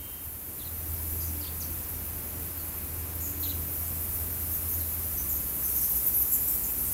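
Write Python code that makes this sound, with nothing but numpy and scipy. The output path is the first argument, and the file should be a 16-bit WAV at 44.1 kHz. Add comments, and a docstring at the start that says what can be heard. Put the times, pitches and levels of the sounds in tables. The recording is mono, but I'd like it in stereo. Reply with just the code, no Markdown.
"""A cave mouth beside a stone courtyard: thousands of tiny bat calls merge into a high sizzle. Nearer bats
squeak in gliding whistles and screech with a rasp, and the rock answers. A faint ringing whistle dies away at
the start. Over the rumble and wash of far traffic, a distant engine hums, then slows to idle, and a faint
higher drone swells in and out. Mono."""
import sys
import numpy as np
from scipy import signal
from scipy.fft import rfft, irfft, next_fast_len
from scipy.io import wavfile
from scipy.ndimage import map_coordinates

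SR = 44100
rng = np.random.default_rng(int(sys.argv[2]) if len(sys.argv) > 2 else 0)


def file_out(sig):
    """Save sig as 16-bit WAV at sys.argv[1]."""
    # one column per channel
    cols = np.atleast_2d(sig).T
    # limit, then scale
    lim = np.clip(cols, -1, 1)
    pcm = np.round(lim * 32767).astype(np.int16)
    wavfile.write(sys.argv[1], SR, pcm)


N = 305613
TIME_S = np.arange(N) / SR


def amp(db):
    """Decibels to gain."""
    return 10 ** (np.asarray(db) / 20)


def unit(x):
    """Scale to rms 1."""
    return x / np.sqrt(np.mean(x ** 2) + 1e-20)


def at_hz(points, hz):
    """Interpolate (f/Hz, value) points on a log axis."""
    f, values = np.transpose(points)
    return np.interp(np.log(hz + 1), np.log(f + 1), values)


def curve(points):
    """Interpolate (t/s, value) points at every sample."""
    return np.interp(TIME_S, *np.transpose(points))


def wobble(knots_per_s, size=N):
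    """Smooth random curve, rms near 1."""
    knots = rng.standard_normal(int(size * knots_per_s / SR) + 4)
    return map_coordinates(knots, [np.arange(size) * knots_per_s / SR])


def filtered(x, response):
    """Zero-phase filter with gain response(hz)."""
    size = next_fast_len(N + SR // 2)
    return irfft(rfft(x, size) * response(np.fft.rfftfreq(size, 1 / SR)), size)[:N]


def coloured(x, spectrum):
    """Shape x by (f/Hz, level/dB) points; rms 1."""
    return unit(filtered(x, lambda hz: amp(at_hz(spectrum, hz))))


def add(track, start_s, sound):
    """Mix a sound into a track."""
    part = track[max(0, round(start_s * SR)):][:len(sound)]
    part += sound[:len(part)]


def sine(hz):
    """Tone following a pitch curve."""
    return np.sin(2 * np.pi * np.cumsum(hz, axis=-1) / SR)


def call_envelope(length_s):
    """Flat top, cosine edges."""
    return signal.windows.tukey(round(length_s * SR), .45)


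# Low traffic spectrum: f/Hz, relative level/dB
RUMBLE_SPECTRUM = [(20, -24), (30, -13), (40, 2.5), (60, 6.5), (90, 1.5), (125, -0.5), (200, -4.5),
                   (255, -5.5), (300, -4.5), (450, -10), (700, -19), (1500, -34)]
# Mid and high traffic spectrum: f/Hz, relative level/dB
WASH_SPECTRUM = [(250, -48), (550, 0), (900, 0.5), (1400, -1), (1700, -3), (2500, -3.5), (3300, -9.5),
                 (5000, -10), (9000, -10.5)]
def traffic(rumble_db=-43.5, wash_db=-48):
    """Far traffic: low rumble and a soft wash."""
    rumble = amp(rumble_db + 0.61 * wobble(5.5)) * coloured(rng.standard_normal(N), RUMBLE_SPECTRUM)
    wash = amp(wash_db) * coloured(rng.standard_normal(N), WASH_SPECTRUM)
    return rumble + wash


# Swells of the higher drone: t/s, peak level/dB
DRONE_SWELLS = [(1.35, -54.5), (2.28, -61), (3.45, -53.5)]
def drone(pitch_hz=290.7, floor_db=-63, half_width_s=0.22):
    """A faint wavering drone note comes and goes on the air."""
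    swells = sum(amp(db) * np.exp(-((TIME_S - s) / half_width_s) ** 2) for s, db in DRONE_SWELLS)
    flutter = amp(1.9 * wobble(9))
    hz = pitch_hz * (1 + 0.0138 * wobble(30))
    return (amp(floor_db) + swells) * flutter * unit(sine(hz))


def background(dip_db=4.5, hold_s=0.43, rise_s=0.43):
    """The drone and traffic start quieter, then come up."""
    db = -dip_db * np.exp(-np.maximum(TIME_S - hold_s, 0) / rise_s)
    return amp(db) * (drone() + traffic())


# Engine loudness: t/s, level/dB
ENGINE_LEVEL = [(.45, -52), (.7, -44), (1.08, -36), (1.3, -36), (1.45, -41.5), (2.85, -43), (3.05, -38.5),
                (4.9, -40), (5.6, -46.5), (6.93, -45.5)]
# Exhaust orders: multiple of firing rate, relative level/dB
EXHAUST_ORDERS = [(1, 6.5), (1.5, -25), (2, -18), (3, -27.5)]
def engine(cruise_hz=79.47, creep_hz_per_s=0.62, idle_hz=61.6, ease_at_s=5.03, run_down_s=0.2943):
    """Cruises, then sinks to idle as the throttle closes; only low exhaust orders carry this far."""
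    throttle = np.exp(-np.maximum(TIME_S - ease_at_s, 0) / run_down_s)
    loaded_hz = cruise_hz + creep_hz_per_s * TIME_S
    firing_hz = (idle_hz + throttle * (loaded_hz - idle_hz)) * (1 + 0.011 * wobble(14))
    exhaust = sum(amp(db + 1.8 * wobble(11)) * sine(order * firing_hz) for order, db in EXHAUST_ORDERS)
    return amp(curve(ENGINE_LEVEL)) * unit(exhaust)


# Whistle tones: f/Hz, relative level/dB
WHISTLE_TONES = [(2783, -11), (3085, -7), (3144, -7), (3768, -16)]
def whistle(level_db=-57, hold_s=0.14, fall_db_per_s=70):
    """A cluster of fluttering high tones holds briefly, then dies away."""
    envelope = amp(level_db - fall_db_per_s * np.maximum(TIME_S - hold_s, 0))
    tones = sum(amp(db + 1.7 * wobble(49)) * sine(hz + 18 * wobble(91)) for hz, db in WHISTLE_TONES)
    return envelope * unit(tones)


# Cave mouth decay: f/Hz, T60/s
CAVE_T60 = [(2000, 0.29), (7000, 0.39), (15000, 0.069)]
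def cave_reverb(x, wet_db):
    """The rock adds a diffuse tail, shortest in the top treble."""
    hz, t, noise = signal.stft(rng.standard_normal(SR // 2), SR, nperseg=256)
    decay = amp(-60 * t / at_hz(CAVE_T60, hz)[:, None])
    _, tail = signal.istft(noise * decay, SR, nperseg=256)
    echo = signal.fftconvolve(x, tail / np.linalg.norm(tail))[:N]
    return (x + amp(wet_db) * echo) / np.hypot(1, amp(wet_db))


# Clear calls: t/s, length/s, start f/Hz, end f/Hz, level/dB
SQUEAK_CALLS = [ (0.585, 0.058, 4020, 2950, -51.5), (0.638, .055, 4130, 3710, -52.5),
                (1.197, .09, 7250, 6900, -55), (1.199, 0.048, 4850, 4500, -50.5),
                (1.26, .05, 5950, 5750, -53), (1.402, .064, 5220, 2315, -50), (1.438, .04, 4850, 4070, -48),
                (1.461, 0.04, 3100, 5000, -50), (1.598, .04, 7170, 3750, -43),
                (1.627, 0.032, 6700, 5100, -48), (2.578, .058, 4500, 4180, -56),
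                (3.194, .1, 7150, 6590, -45), (3.203, 0.028, 8500, 8350, -47),
                (3.26, .048, 7700, 7550, -51), (3.424, 0.038, 4150, 3850, -42),
                (3.452, 0.031, 3350, 2750, -47.5), (3.485, .03, 3900, 4200, -42),
                (3.506, .025, 3470, 2800, -49), (4.78, .08, 4230, 3770, -56),
                (5.165, 0.071, 6040, 6150, -45), (5.285, 0.037, 7330, 7050, -42),
                (5.804, 0.065, 9400, 9100, -42), (5.8, .08, 5660, 5270, -52), (6.137, .02, 6150, 6120, -46),
                (6.685, .03, 2520, 2400, -55)]
def squeaks(glide_bend=1.7, quiver_hz=91, scratch_hz=229):
    """Near bats whistle: the pitch holds, then slides, with a scratchy quiver and a weak octave."""
    track = np.zeros(N)
    for start_s, length_s, start_hz, end_hz, db in SQUEAK_CALLS:
        envelope = call_envelope(length_s)
        size = len(envelope)
        age = np.linspace(0, 1, size)
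        glide_hz = start_hz * (end_hz / start_hz) ** (age ** glide_bend)
        hz = glide_hz + quiver_hz * wobble(196.5, size) + scratch_hz * wobble(1816, size)
        flutter = amp(1.3 * wobble(320, size))
        voice = flutter * (sine(hz) + amp(-9) * sine(2 * hz))
        add(track, start_s, amp(db) * envelope * unit(voice))
    return cave_reverb(track, wet_db=-7)


# Harsh calls: t/s, length/s, f/Hz, fundamental level/dB, octave level/dB
SCREECH_CALLS = [ (1.17, 0.11, 6470, -53, -40), (3.188, 0.15, 7000, -50, -35.5),
                 (3.382, .15, 6670, -51, -32), (4.501, .08, 6600, -53, -31.5),
                 (4.673, 0.098, 6540, -51, -31.5), (5.278, .11, 6680, -49.5, -30.5),
                 (5.623, 0.051, 6220, -48, -31), (5.745, 0.052, 6450, -43, -27),
                 (5.805, .058, 6370, -47, -30), (5.892, 0.038, 6630, -50, -27),
                 (5.95, .036, 6650, -47, -27), (6.059, 0.033, 6650, -55, -22),
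                 (6.133, .07, 6140, -55, -24.5), (6.191, 0.045, 6600, -51, -24),
                 (6.31, 0.051, 7350, -37.5, -37), (6.313, .063, 6130, -60, -24.5),
                 (6.46, .075, 6470, -67, -29), (6.473, 0.043, 8100, -39, -46),
                 (6.543, .024, 7100, -50, -27), (6.632, 0.031, 7050, -41.5, -31),
                 (6.842, 0.06, 8730, -41, -55)]
def screeches():
    """Squabbling bats: jittering pitch and a rasp, mostly strongest at the octave."""
    track = np.zeros(N)
    for start_s, length_s, pitch_hz, fundamental_db, octave_db in SCREECH_CALLS:
        envelope = call_envelope(length_s)
        size = len(envelope)
        hz = pitch_hz * (1 + 0.0179 * wobble(92.7, size) + 0.0715 * wobble(2600, size))
        rasp = amp(1.2 * wobble(595, size))
        fundamental = amp(fundamental_db) * unit(rasp * sine(hz))
        octave = amp(octave_db) * unit(rasp * sine(2 * hz))
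        add(track, start_s, envelope * (fundamental + octave))
    return cave_reverb(track, wet_db=-1)


def chirps(low_hz, high_hz, mean_length_s, max_fall, spread_db, count):
    """Tiny falling calls at random times, pitches and distances."""
    onset, pitch, span, glide = rng.random((count, 4)).T[:, :, None]
    gain = amp(spread_db * np.clip(rng.standard_normal((count, 1)), -2, 2))
    step = np.arange(int(1.5 * mean_length_s * SR))
    age = np.minimum(step / (mean_length_s * SR * (.5 + span)), 1)
    centre_hz = low_hz + (high_hz - low_hz) * pitch
    hz = centre_hz * (1 - max_fall * glide * (age - .5))
    calls = gain * np.sin(np.pi * age) * sine(hz)
    positions = (onset * N).astype(int) + step
    return np.bincount(positions.ravel(), calls.ravel(), N)[:N]  # overlap-add


# Colony activity: t/s, level/dB
COLONY_LEVEL = [(0, -40.5), (.48, -40.5), (1.15, -35), (1.5, -38), (1.66, -36), (2.1, -37.5), (3.15, -37.8),
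                (3.62, -36), (3.78, -34), (4.7, -33.5), (5.55, -32.5), (5.83, -29), (6.15, -30.5),
                (6.5, -29.5), (6.72, -31.5), (6.93, -29.5)]
# High chirr spectrum: f/Hz, relative level/dB
CHIRR_SPECTRUM = [(4000, -41.5), (7000, -17), (8500, -16.5), (10000, -9), (11500, -2.5), (12500, 1),
                  (13700, -0.5), (14700, -1), (15800, -11.5)]
# Lower chatter spectrum: f/Hz, relative level/dB
CHATTER_SPECTRUM = [(2500, -15.5), (4000, -11), (5500, -6.5), (7000, -5.5), (8500, -1.5), (11000, 3.5),
                    (15000, -43)]
def colony(chirr_gain_db=0.5, chatter_gain_db=-13):
    """Calls from deep inside blur into a hiss; single twitters from the entrance stand out."""
    twitters = chirps(7000, 17000, mean_length_s=0.0184, max_fall=0.086, spread_db=4, count=3600)
    chirr = coloured(rng.standard_normal(N) + amp(-10) * unit(twitters), CHIRR_SPECTRUM)
    peeps = chirps(5000, 11000, mean_length_s=0.0364, max_fall=0.059, spread_db=2.5, count=1400)
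    chatter = coloured(rng.standard_normal(N) + amp(-7) * unit(peeps), CHATTER_SPECTRUM)
    voices = amp(chirr_gain_db + 0.54 * wobble(25)) * chirr + amp(chatter_gain_db) * chatter
    return amp(curve(COLONY_LEVEL)) * voices


def scene():
    """Mono mix on both channels."""
    mono = colony() + squeaks() + screeches() + whistle() + engine() + background()
    return np.array([mono, mono])


def record(dry):
    """Brick-wall low-pass."""
    cutoff_hz = 15780
    return np.array([filtered(channel, lambda hz: hz < cutoff_hz) for channel in dry])


dry = scene()
out = record(dry)
file_out(out)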